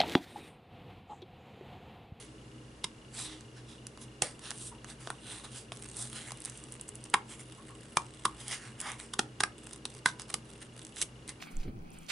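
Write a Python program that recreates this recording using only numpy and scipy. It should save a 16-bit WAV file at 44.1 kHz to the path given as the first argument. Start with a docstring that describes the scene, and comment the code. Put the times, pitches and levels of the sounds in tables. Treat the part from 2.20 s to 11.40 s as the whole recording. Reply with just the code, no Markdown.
"""A craft table in a small room: scissors cut a shape out of paper-covered cardboard, heard from close by.
Blades and fingers rub on the sheet (grainy filtered noise) and fibres tick (tiny noise bursts).
Each snip ends in a snap: a brief tear that thuds and rings the card in a few fading tones.
An appliance hums (steady tones, resonant noise and air) and a camera whirrs faintly (rapid small ticks)."""
import sys
import numpy as np
from scipy import signal
from scipy.fft import rfft, irfft, next_fast_len
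from scipy.io import wavfile
from scipy.ndimage import map_coordinates

SR = 44100
rng = np.random.default_rng(int(sys.argv[2]) if len(sys.argv) > 2 else 0)


def put_to_file(sound):
    """Save the sound as 16-bit audio at rate SR, in the file named by the first command-line argument."""
    columns = np.atleast_2d(sound).T  # one column per channel
    safe = np.clip(columns, -1, 1)
    whole_steps = np.round(safe * 32767)
    wavfile.write(sys.argv[1], SR, whole_steps.astype(np.int16))


N = 405719

# Levels of the card's sounds are those before the microphones and the room.
# The card gives way: t/s, tear length/s, thud level/dB, low ring f/Hz, level/dB, high ring f/Hz, level/dB,
# crack level/dB, fizz level/dB, raggedness/0-1; the thud is lowered further, levels are rms over 10 ms
SNAPS = [(0.642, 0.0054, -45, 990, -39.5, 2090, -42, -32, -37.5, 0.1),
         (2.021, 0.0021, -36, 800, -33.5, 1940, -43, -30, -26, 0.08),
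         (2.873, 0.0011, -47, 660, -41.5, 1170, -47, -46, -54, 0.26),
         (2.9028, 0.0011, -50, 734, -38.5, 1380, -40.5, -45.5, -42.5, 0.23),
         (3.52, 0.00062, -54, 700, -43, 1190, -55, -43.5, -49.5, 0.26),
         (4.94, 0.0046, -35.5, 988, -21, 1860, -24.5, -28, -28.5, 0.62),
         (5.7702, 0.0028, -36.5, 940, -24, 2370, -29.5, -30.5, -29.5, 0.53),
         (6.0527, 0.0054, -39.5, 1170, -24, 1590, -51, -32, -30.5, 0.28),
         (6.9363, 0.0051, -53, 1160, -43, 1520, -51, -39, -40.5, 0.7),
         (6.9918, 0.0041, -32.5, 780, -32.5, 1380, -29, -27.5, -31, 0.17),
         (7.2046, 0.0045, -41.5, 846, -37, 1540, -31, -31, -32.5, 0.6),
         (7.2353, 0.0025, -43.5, 1170, -31.5, 1480, -27, -30.5, -30.5, 0.99),
         (7.6537, 0.0013, -48.5, 890, -50, 1375, -49, -37, -39.5, 0.6),
         (7.859, 0.0036, -38, 990, -27.5, 1540, -21.5, -29, -30.0, 0.04),
         (8.141, 0.0018, -46, 1180, -38.5, 2160, -46, -33, -31, 0.43),
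         (8.823, 0.0058, -45.5, 910, -58, 2240, -39, -40.5, -30.5, 0.02)]
# Blades or fingers slide over the card: t/s when fastest, rise/s, fall/s,
# sheet level/dB, rasp level/dB, fizz level/dB
STROKES = [(0.01, 0.068, 0.1, -56, -54, -52), (0.943, 0.0051, 0.069, -56, -52, -47),
           (0.995, 0.065, 0.15, -48.5, -41, -40.5), (1.095, 0.072, 0.14, -52.5, -50, -61),
           (1.38, 0.04, 0.055, -57.5, -56.5, -61.5), (1.51, 0.06, 0.1, -64, -58, -59.5),
           (1.835, 0.05, 0.036, -60, -56.5, -52.5), (2.025, 0.007, 0.089, -39.5, -40.5, -36.5),
           (2.252, 0.049, 0.15, -51, -48.5, -49.5), (2.47, 0.22, 0.066, -79, -56.5, -45),
           (2.707, 0.053, 0.052, -54, -54, -49.5), (2.819, 0.034, 0.2, -57, -55.5, -52),
           (3.12, 0.12, 0.19, -54, -49, -48.5), (3.248, 0.016, 0.04, -49, -48, -49.5),
           (3.375, 0.074, 0.068, -55, -46, -44), (3.804, 0.071, 0.13, -54, -50, -40.5),
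           (3.97, 0.062, 0.2, -52, -47, -46), (4.08, 0.032, 0.095, -53.5, -63, -48.5),
           (4.27, 0.044, 0.28, -57.5, -57, -53), (5.125, 0.06, 0.07, -52, -54.5, -49),
           (5.205, 0.023, 0.039, -55.5, -60, -48.5), (6.21, 0.048, 0.1, -56, -51.5, -48.5),
           (6.338, 0.093, 0.059, -42.5, -40.5, -39.5), (6.46, 0.12, 0.11, -54, -55.5, -53.5),
           (6.609, 0.032, 0.053, -67, -55, -49), (6.695, 0.1, 0.073, -40, -44, -46.5),
           (6.80, 0.022, 0.12, -54.5, -53, -49.5), (7.877, 0.024, 0.05, -45, -42, -43),
           (8.005, 0.021, 0.057, -56, -49, -52.5), (8.427, 0.022, 0.017, -55, -54, -49.5),
           (8.787, 0.041, 0.059, -56, -46, -41.5), (8.82, 0.012, 0.022, -48, -37, -33),
           (9.097, 0.019, 0.028, -48, -46.5, -44)]
# Blades creep through the card: start t/s, length/s, crackle level/dB, treble tilt/dB, brittleness/0-1
CUTS = [(3.528, 0.38, -61, 5.5, 0.6), (4.169, 0.4, -62.5, 4.5, .9), (4.564, .36, -67, 4, 0.85),
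        (5.195, 1, -66.5, 4, 0.48), (7.382, 0.19, -61, 5, 0.14), (7.657, 0.14, -61.5, 4, 0),
        (8.09, 0.075, -58.5, 3, 0.06), (8.257, 0.21, -65, 5, 0.47), (8.54, 0.18, -66.5, 7, 0)]
# Single fibres break or catch: t/s, level/dB (rms over 10 ms), treble tilt/dB
TICKS = [(1.2085, -59, 2.5), (1.6685, -51, 7), (1.7747, -58.5, -4), (2.193, -58, 4), (2.3063, -45.5, 6),
         (2.314, -47.5, -2.5), (2.6451, -52.5, -3), (3.625, -60, 11.5), (3.769, -68.5, 26.5),
         (3.7917, -63, 19), (3.8998, -59, 8.5), (3.93, -51.5, 6), (4.107, -51.5, -3.5), (4.1193, -45.5, 1),
         (4.173, -62, 9), (4.2038, -68, 20), (4.22, -61, 13), (4.241, -61, 11), (4.25, -56.5, 18.5),
         (4.257, -60, 21.5), (4.298, -65, 20.5), (4.375, -70.5, 21), (4.4394, -64.5, 16), (4.523, -61, 17),
         (4.54, -62, 11), (4.612, -57.5, 16), (4.682, -71, 21), (4.69, -63, 21.5), (4.755, -62, 16),
         (4.8402, -65, 19), (4.9, -67, 18.5), (6.2813, -55.5, 16.5), (6.603, -52.5, 15), (6.614, -54.5, 15),
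         (6.718, -49, 6), (6.8, -50, 1), (7.466, -63, 6), (7.77, -63, 4), (7.997, -47, 1),
         (8.019, -51.5, 5), (8.103, -54, 7), (8.335, -61, 3), (8.593, -55.5, 3.5), (8.65, -58.5, 10.5),
         (8.668, -59.5, 7), (8.7613, -61, 11.5), (8.768, -53.5, -3.5), (8.816, -40, 10), (8.828, -57, 5),
         (9.0785, -56.5, 9), (9.092, -52.5, 9.5)]
# The sheet springs back or a finger shifts its hold: t/s, f/Hz, level/dB (rms over 10 ms)
NUDGES = [(2.028, 555, -38), (2.515, 950, -48.5), (5.38, 1080, -52), (5.495, 1080, -50)]
# Tone of the flexing sheet: f/Hz, level/dB
SHEET_VOICE = [(250, -56), (560, -5.5), (790, 1.5), (2150, 0.5), (2700, -13.5), (5000, -38)]
# Tone of the rasping card: f/Hz, level/dB
RASP_VOICE = [(1200, -41), (2000, -19), (2600, 1), (3400, 3), (4300, -1), (5400, -0.5), (7000, -4.5),
              (9500, -45.5)]
# Tone of the finest fibres: f/Hz, level/dB
FIZZ_VOICE = [(3500, -14.5), (5800, -6), (6900, -2.5), (8000, 4.5), (9600, 5), (10700, 0.5), (12000, -26)]
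# Resonance of the held sheet under rubbing, moving as the grip changes: t/s, f/Hz
GRIP_PATH = [(2.1, 4240), (2.7, 3470), (4.1, 3270), (6.33, 2930), (6.66, 1850), (8.0, 4530), (8.75, 2700)]
# Ringing of the steel blades: f/Hz, starting level/dB, time to fade by 60 dB/s
STEEL_MODES = [(992, -51.5, 0.66), (1560, -56, 0.87)]
# Balance of the card's sound: f/Hz, left minus right level/dB
CARD_BALANCE = [(300, 1), (1000, -0.7), (4800, -3), (7800, -2), (11000, -1)]
# How alike left and right hear the card: f/Hz, likeness/0-1
CARD_LIKENESS = [(1500, 1), (5000, 0.79), (11000, 0.94)]
# Echoes from table and walls: delay t/s, level/dB
ECHO_PATHS = [(0.0098, -9), (0.026, -17)]
# Fading of the room: f/Hz, time to fade by 60 dB/s
ROOM_FADE = [(200, 0.37), (1000, 0.24), (3000, 0.16), (10000, 0.15)]
# Tones of the appliance: f/Hz, level/dB (rms)
HUM_TONES = [(59, -64), (122.2, -60.5), (124.3, -67.5), (126.3, -63)]
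# Room resonances that the appliance stirs: f/Hz, width/Hz, level/dB (rms, before it wavers)
DRONE_MODES = [(123.5, 14.5, -60.5), (226, 20, -62), (312.6, 9.6, -62), (404.7, 26, -67)]
# Tone of room air and microphone hiss: f/Hz, relative level/dB per Hz
AIR_TONE = [(20, -14), (40, -4), (55, -0.5), (75, -5.5), (110, 2), (180, -0.5), (480, -2.5), (700, -11),
            (1000, -11), (5000, -21.5), (11000, -25.5)]
# How alike left and right hear the air and the room: f/Hz, likeness/0-1
AIR_LIKENESS = [(140, 0.98), (480, 0.85), (1350, 0.073), (3820, 0.33), (10800, 0.83)]
# Resonances of the camera housing: f/Hz, relative level/dB
HOUSING_MODES = [(2850, -2), (3420, -8.5)]

VOICES = (SHEET_VOICE, RASP_VOICE, FIZZ_VOICE)
OVERTONE_RATIO, OVERTONE_DB = 1.323, -6  # a third mode, relative to the high ring
FLEX_WIDTH_HZ = 1300  # bandwidth of the noisy flexing
FLEX_ROUGH = 1.77  # phase roughness of the sheet's modes in a wholly ragged snap
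FIRST_BREAK_DB, LAST_BREAK_AT = 0.5, 0.55  # top ply parts first, bottom one at this share of the tear length
FLEX_BREAK_SHARE, CRACK_BREAK_SHARE = 0.43, 0.29  # power share of those two breaks, 0-1
RISE_CURVE, FALL_CURVE = 1.55, 1.07  # fade shape of a stroke: 1 = straight in dB, 2 = rounded
BITE_S = 0.022  # time for the blades to take hold and to let go
STROKE_GRAIN, CUT_GRAIN = 0.39, 0.91  # share of the friction that is crackle, 0-1
CUT_SHEET_DB = 3  # extra flexing of the sheet during a slow cut
GRIP_DB, GRIP_OCTAVES = 3.5, 0.59  # height and half-width of the grip resonance
RINGING_SNIP_S = 7.86
TOP_HZ = 11200


def amp(db):
    """Turn decibels into gain."""
    return 10 ** (np.asarray(db) / 20)


def unit(x):
    """Scale to rms 1."""
    return x / np.sqrt(np.mean(x ** 2) + 1e-20)


def burst(x, db):
    """Scale a short sound so that its energy equals db rms over 10 ms."""
    return amp(db) * x / np.linalg.norm(x) * np.sqrt(SR / 100)


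def add(track, s, x):
    """Mix x into the track at time s."""
    start = round(s * SR)
    track[start:start + len(x)] += x[:N - start]


def along(points, hz):
    """Read (Hz, value) points on a logarithmic pitch axis."""
    f, value = np.transpose(points)
    return np.interp(np.log(hz + 1), np.log(f + 1), value)


def wobble(rate):
    """Draw a smooth random curve with rate knots a second."""
    knots = rng.standard_normal(int(N * rate / SR) + 4)
    return map_coordinates(knots, [np.arange(N) * rate / SR])


def filtered(x, response):
    """Multiply the spectrum of x by a response of frequency."""
    n = x.shape[-1]
    size = 2 * next_fast_len(n // 2 + 2048, real=True)
    spectrum = rfft(x, size) * response(np.fft.rfftfreq(size, 1 / SR))
    return irfft(spectrum, size)[..., :n]


def coloured(x, tone):
    """Give x the tone of (Hz, dB) points, with no sound before its cause."""
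    def response(hz):
        # folding the cepstrum forward in time makes the filter causal
        cepstrum = irfft(np.log(amp(along(tone, hz))))
        half = len(cepstrum) // 2
        cepstrum[1:half] *= 2
        cepstrum[half + 1:] = 0
        return np.exp(rfft(cepstrum))
    return filtered(x, response)


def resonance(f, hz, width):
    """Frequency response of one damped mode at hz."""
    return 1j * f * width / (hz * hz - f * f + 1j * f * width)


def ring(t, hz, t60, attack, rough):
    """A damped mode swells while it is fed, then fades; roughness unsettles its phase."""
    u = np.maximum(t, 0)
    drift = rough * np.cumsum(rng.standard_normal(len(t))) / np.sqrt(SR * t60)
    swell = 1 - np.exp(-u / attack)
    return np.sin(2 * np.pi * hz * u + drift) * amp(-60 * u / t60) * swell


def spread(a, b, likeness):
    """Blend two unrelated signals into a stereo pair of given likeness."""
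    def turn(hz):
        return np.arccos(np.clip(along(likeness, hz), -1, 1)) / 2
    mid = filtered(a, lambda hz: np.cos(turn(hz)))
    side = filtered(b, lambda hz: np.sin(turn(hz)))
    return np.array([mid + side, mid - side])


def snaps():
    """Each snap tears, thuds in the hand and rings the sheet: cleanly in separate modes, raggedly as noise."""
    out = np.zeros(N)
    t = np.arange(-SR // 100, SR // 10) / SR
    for s, length, thud_db, low_hz, low_db, high_hz, high_db, crack_db, fizz_db, ragged in SNAPS:
        def fibres(break_share):
            rush = unit(tear(t, length, lead_db=-9, lead_s=length / 2, after_db=-16, after_s=0.007))
            breaks = unit(plies(t, length))
            return np.sqrt(break_share) * breaks + np.sqrt(1 - break_share) * rush

        def mode(hz, swell, db):
            return burst(ring(t, hz, t60=0.016, attack=length * swell, rough=FLEX_ROUGH * ragged), db)

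        thud = burst(ring(t, hz=413, t60=0.018, attack=0.0015, rough=2.0), thud_db - 1.5)
        hand = burst(ring(t, hz=172.0, t60=0.044, attack=0.0022, rough=3.05), thud_db - 4.5)
        # neighbouring modes swing in opposite directions
        modes = mode(low_hz, 0.29, low_db) - mode(high_hz, 0.63, high_db)
        modes += mode(high_hz * OVERTONE_RATIO, 0.13, high_db + OVERTONE_DB)
        # ragged flexing gathers around the stronger mode
        ring_powers = amp([low_db, high_db]) ** 2
        centre_hz = np.average([low_hz, high_hz], weights=ring_powers)
        flex = filtered(coloured(fibres(FLEX_BREAK_SHARE), SHEET_VOICE),
                        lambda hz: resonance(hz, centre_hz, FLEX_WIDTH_HZ) ** 2)
        # the modes and the noisy flexing share the energy of the blow
        body = np.sqrt(1 - ragged) * unit(modes) + np.sqrt(ragged) * unit(flex)
        body = burst(body, 10 * np.log10(ring_powers.sum()))
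        crack = burst(coloured(fibres(CRACK_BREAK_SHARE), RASP_VOICE), crack_db)
        fizz = burst(coloured(fibres(CRACK_BREAK_SHARE), FIZZ_VOICE), fizz_db)
        add(out, s + t[0], thud + hand + body + crack + fizz)
    return out


def tear(t, length, lead_db, lead_s, after_db, after_s):
    """A short noise swell, a rush, then a fading tail."""
    swell = amp(lead_db) * np.exp(np.minimum(t, 0) / lead_s) * (t < 0)
    main_break = np.exp(-(t / length) ** 2)
    tail = amp(after_db) * np.exp(-np.abs(t) / after_s)
    rush = (t >= 0) * (main_break + tail)
    return (swell + rush) * rng.standard_normal(len(t))


def plies(t, length):
    """The top and bottom plies part in two sharp breaks, each a single pulse."""
    force = np.zeros(len(t))
    force[np.searchsorted(t, [0, length * LAST_BREAK_AT])] = amp(FIRST_BREAK_DB), 1
    return force


def rubbing():
    """Sliding swishes with fine grain; biting blades tear soft card in spurts and crack brittle card."""
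    fine = crackle(rate=920, scatter_db=4.5) ** 2
    brittle = crackle(rate=260, scatter_db=6.5) ** 2
    spurts = slips(rate=58, life=0.008) * fine
    pressure = amp(1.1 * wobble(50))

    def scrape(voice, sliding, tearing, cracking):
        power = sliding + tearing + cracking
        smooth = sliding * (1 - STROKE_GRAIN) + (tearing + cracking) * (1 - CUT_GRAIN)
        grainy = sliding * STROKE_GRAIN * fine + CUT_GRAIN * (tearing * spurts + cracking * brittle)
        grain = (smooth + grainy + 1e-20) / (power + 1e-20)
        friction = pressure * np.sqrt(grain) * rng.standard_normal(N)
        return np.sqrt(power) * unit(coloured(shifting(friction, patchy_db=4.5), voice))

    return sum(map(scrape, VOICES, stroke_power(), *cut_power()))


def stroke_power():
    """Each stroke speeds up and dies away: power in the sheet, rasp and fizz voices."""
    t = np.arange(N) / SR
    power = np.zeros((3, N))
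    for s, rise, fall, *voices_db in STROKES:
        near = (t > s - 2 * rise) & (t < s + 2 * fall)
        u = t[near] - s
        away = np.where(u < 0, np.abs(u / rise) ** RISE_CURVE, np.abs(u / fall) ** FALL_CURVE)
        # 20 dB down after the rise or fall time
        power[:, near] += np.outer(amp(voices_db), amp(-20 * away)) ** 2
    return power


def cut_power():
    """Each slow cut takes hold, stays level and lets go: tearing and cracking power in the three voices."""
    t = np.arange(N) / SR
    power = np.zeros((2, 3, N))
    for s, length, db, tilt_db, brittle in CUTS:
        near = (t > s - BITE_S) & (t < s + length + BITE_S)
        edge_s = np.minimum(t[near] - s, s + length - t[near])
        hold = np.clip(edge_s / BITE_S + 0.5, 0, 1)
        voices_db = [db + CUT_SHEET_DB - tilt_db, db, db + tilt_db]
        voices = np.outer(amp(voices_db) ** 2, hold)
        power[:, :, near] += np.multiply.outer([1 - brittle, brittle], voices)
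    return power


def crackle(rate, scatter_db):
    """Many tiny fibres break at random times, each a fading pulse of force; mean power 1."""
    strength = amp(scatter_db * np.minimum(rng.exponential(size=N), 3)) ** 2
    breaks = (rng.random(N) < rate / SR) * strength
    life_s = 0.00015
    power = signal.lfilter([1], [1, -np.exp(-1 / (SR * life_s))], breaks)
    return unit(np.sqrt(power))


def slips(rate, life):
    """The blades stick and slip at an uneven pace, each slip a short spurt of power; mean 1."""
    gaps = rng.uniform(0.3, 1.7, int(2 * rate * N / SR))
    times = np.cumsum(gaps) / rate
    starts = (times[times < N / SR] * SR).astype(int)
    spurts = np.bincount(starts, amp(rng.normal(0, 5, len(starts))), N)
    power = np.abs(signal.fftconvolve(spurts, signal.windows.hann(int(life * SR) + 3), 'same'))
    return power / power.mean()


def shifting(x, patchy_db):
    """The held sheet's resonance moves with the grip, and smaller peaks and dips drift around it."""
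    hz, t, z = signal.stft(x, SR, nperseg=512)
    # random patches, 6 frequency bins by 22 frames between knots
    knots = rng.standard_normal((z.shape[0] // 6 + 3, z.shape[1] // 22 + 3))
    field = map_coordinates(knots, np.indices(z.shape) / np.array([6, 22])[:, None, None], order=2)
    octaves = np.log2((hz[:, None] + 1) / np.interp(t, *np.transpose(GRIP_PATH)))
    peak_db = GRIP_DB * np.exp(-(octaves / GRIP_OCTAVES) ** 2)
    return signal.istft(z * amp(peak_db + patchy_db * np.tanh(field)), nperseg=512)[1][:N]


def ticks():
    """Single fibres break between the blades; thin ones are bright, thick ones flex the sheet."""
    out = np.zeros(N)
    t = np.arange(-SR // 100, SR // 20) / SR
    for s, db, tilt_db in TICKS:
        length = 0.00079 * amp(-tilt_db / 2)  # thick fibres take longer to part
        for lean, voice in zip((-1, 0, 1), VOICES):
            fibre = tear(t, length, lead_db=-20, lead_s=0.0012, after_db=-16, after_s=0.0025)
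            add(out, s + t[0], burst(coloured(fibre, voice), db + lean * tilt_db))
    return out


def nudges():
    """A nudge makes the card drum softly: a low mode of the sheet murmurs with a rough phase."""
    out = np.zeros(N)
    t = np.arange(SR // 5) / SR
    for s, hz, db in NUDGES:
        add(out, s, burst(ring(t, hz, t60=0.13, attack=0.008, rough=9), db))
    return out


def blade(s):
    """One clean, hard snip leaves the steel faintly ringing in slowly fading tones."""
    out = np.zeros(N)
    t = np.arange(SR) / SR
    for hz, db, t60 in STEEL_MODES:
        add(out, s, amp(db - 60 * t / t60) * np.sin(2 * np.pi * hz * t))
    return out


def at_microphones(x):
    """The card sits a little to the right; hand and sheet scatter its highs differently to each side."""
    t = np.arange(SR // 200)
    scatter = rng.standard_normal(len(t)) * (t > SR // 1000)  # from 1 to 5 ms late
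    scattered = signal.fftconvolve(x, scatter / np.linalg.norm(scatter))[:N]
    pair = spread(x, scattered, CARD_LIKENESS)
    return filtered(pair, lambda hz: amp(np.outer([0.5, -0.5], along(CARD_BALANCE, hz))))


def room(x, wet_db, echo_hz, echo_width_hz):
    """Table and walls return a few hollow echoes and a short tail of fading noise."""
    walls = np.zeros(SR // 10)
    for delay, db in ECHO_PATHS:
        walls[round(delay * SR)] += amp(db)
    echoes = signal.fftconvolve(x, walls)[:N]
    early = filtered(echoes, lambda hz: resonance(hz, echo_hz, echo_width_hz))
    # each pitch of the tail fades at its own pace
    hz, t, z = signal.stft(rng.standard_normal((2, SR // 2)), SR, nperseg=256)
    fade = amp(-60 * t / along(ROOM_FADE, hz)[:, None])
    tail = signal.istft(z * fade, SR, nperseg=256)[1]
    tail *= 1 - np.exp(-np.arange(tail.shape[1]) / (SR * 0.00093))
    late = signal.fftconvolve(x[None], tail / np.linalg.norm(tail[0]), axes=1)[:, :N]
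    return early + amp(wet_db) * spread(*late, AIR_LIKENESS)


def hum():
    """Close motor tones beat against each other over droning room resonances and air noise."""
    t = np.arange(N) / SR
    tones, drone = np.zeros(N), np.zeros(N)
    for hz, db in HUM_TONES:
        phase = 2 * np.pi * (hz * t + rng.random()) + 0.3 * wobble(3)
        tones += amp(db) * unit(amp(1.5 * wobble(5)) * np.sin(phase))
    for hz, width, db in DRONE_MODES:
        # two passes narrow the band, so each pass is wider
        mode = filtered(rng.standard_normal(N), lambda f: resonance(f, hz, width * np.sqrt(2)) ** 2)
        drone += amp(db) * unit(mode)
    air = unit(spread(*coloured(rng.standard_normal((2, N)), AIR_TONE), AIR_LIKENESS))
    return tones + amp(wobble(4.7)) * drone + amp(-54.5) * air


def whirr(level_db, length, rebound_s, rebound_db, jitter_s):
    """The camera's mechanism ticks about thirty times a second; a softer, looser rebound follows each tick."""
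    period = 1 / 29.97
    t = np.arange(SR // 20) / SR
    out = np.zeros(N)
    for beat in np.arange(0.0133, N / SR - period, period):
        s = beat + rng.uniform(-jitter_s, jitter_s)
        strength = amp(2 * rng.standard_normal())
        tick = sum(amp(db) * unit(ring(t, hz, t60=length, attack=length / 20, rough=2.6))
                   for hz, db in HOUSING_MODES)
        add(out, s, strength * tick)
        rebound = unit(ring(t, HOUSING_MODES[0][0], t60=2 * length, attack=length / 10, rough=4.5))
        rebound_gain = strength * amp(rebound_db + 2 * rng.standard_normal())
        add(out, s + rebound_s + rng.uniform(-jitter_s, jitter_s), rebound_gain * rebound)
    return amp(level_db) * unit(out)


def scene():
    """Mix the cutting close by, its room, and the steady background."""
    card = snaps() + rubbing() + ticks() + nudges() + blade(RINGING_SNIP_S)
    direct = at_microphones(card)
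    reflected = room(card, wet_db=-13.5, echo_hz=1084, echo_width_hz=190)
    camera = whirr(level_db=-67.0, length=0.022, rebound_s=0.0058, rebound_db=-3, jitter_s=0.0006)
    camera = camera * amp([[1], [-1]])  # 2 dB louder on the left
    return direct + reflected + hum() + camera


def record(dry):
    """The camera keeps almost nothing above its band limit: a very steep treble cut."""
    return filtered(dry, lambda hz: 1 / np.sqrt(1 + (hz / TOP_HZ) ** 300))


dry = scene()
out = record(dry)
put_to_file(out)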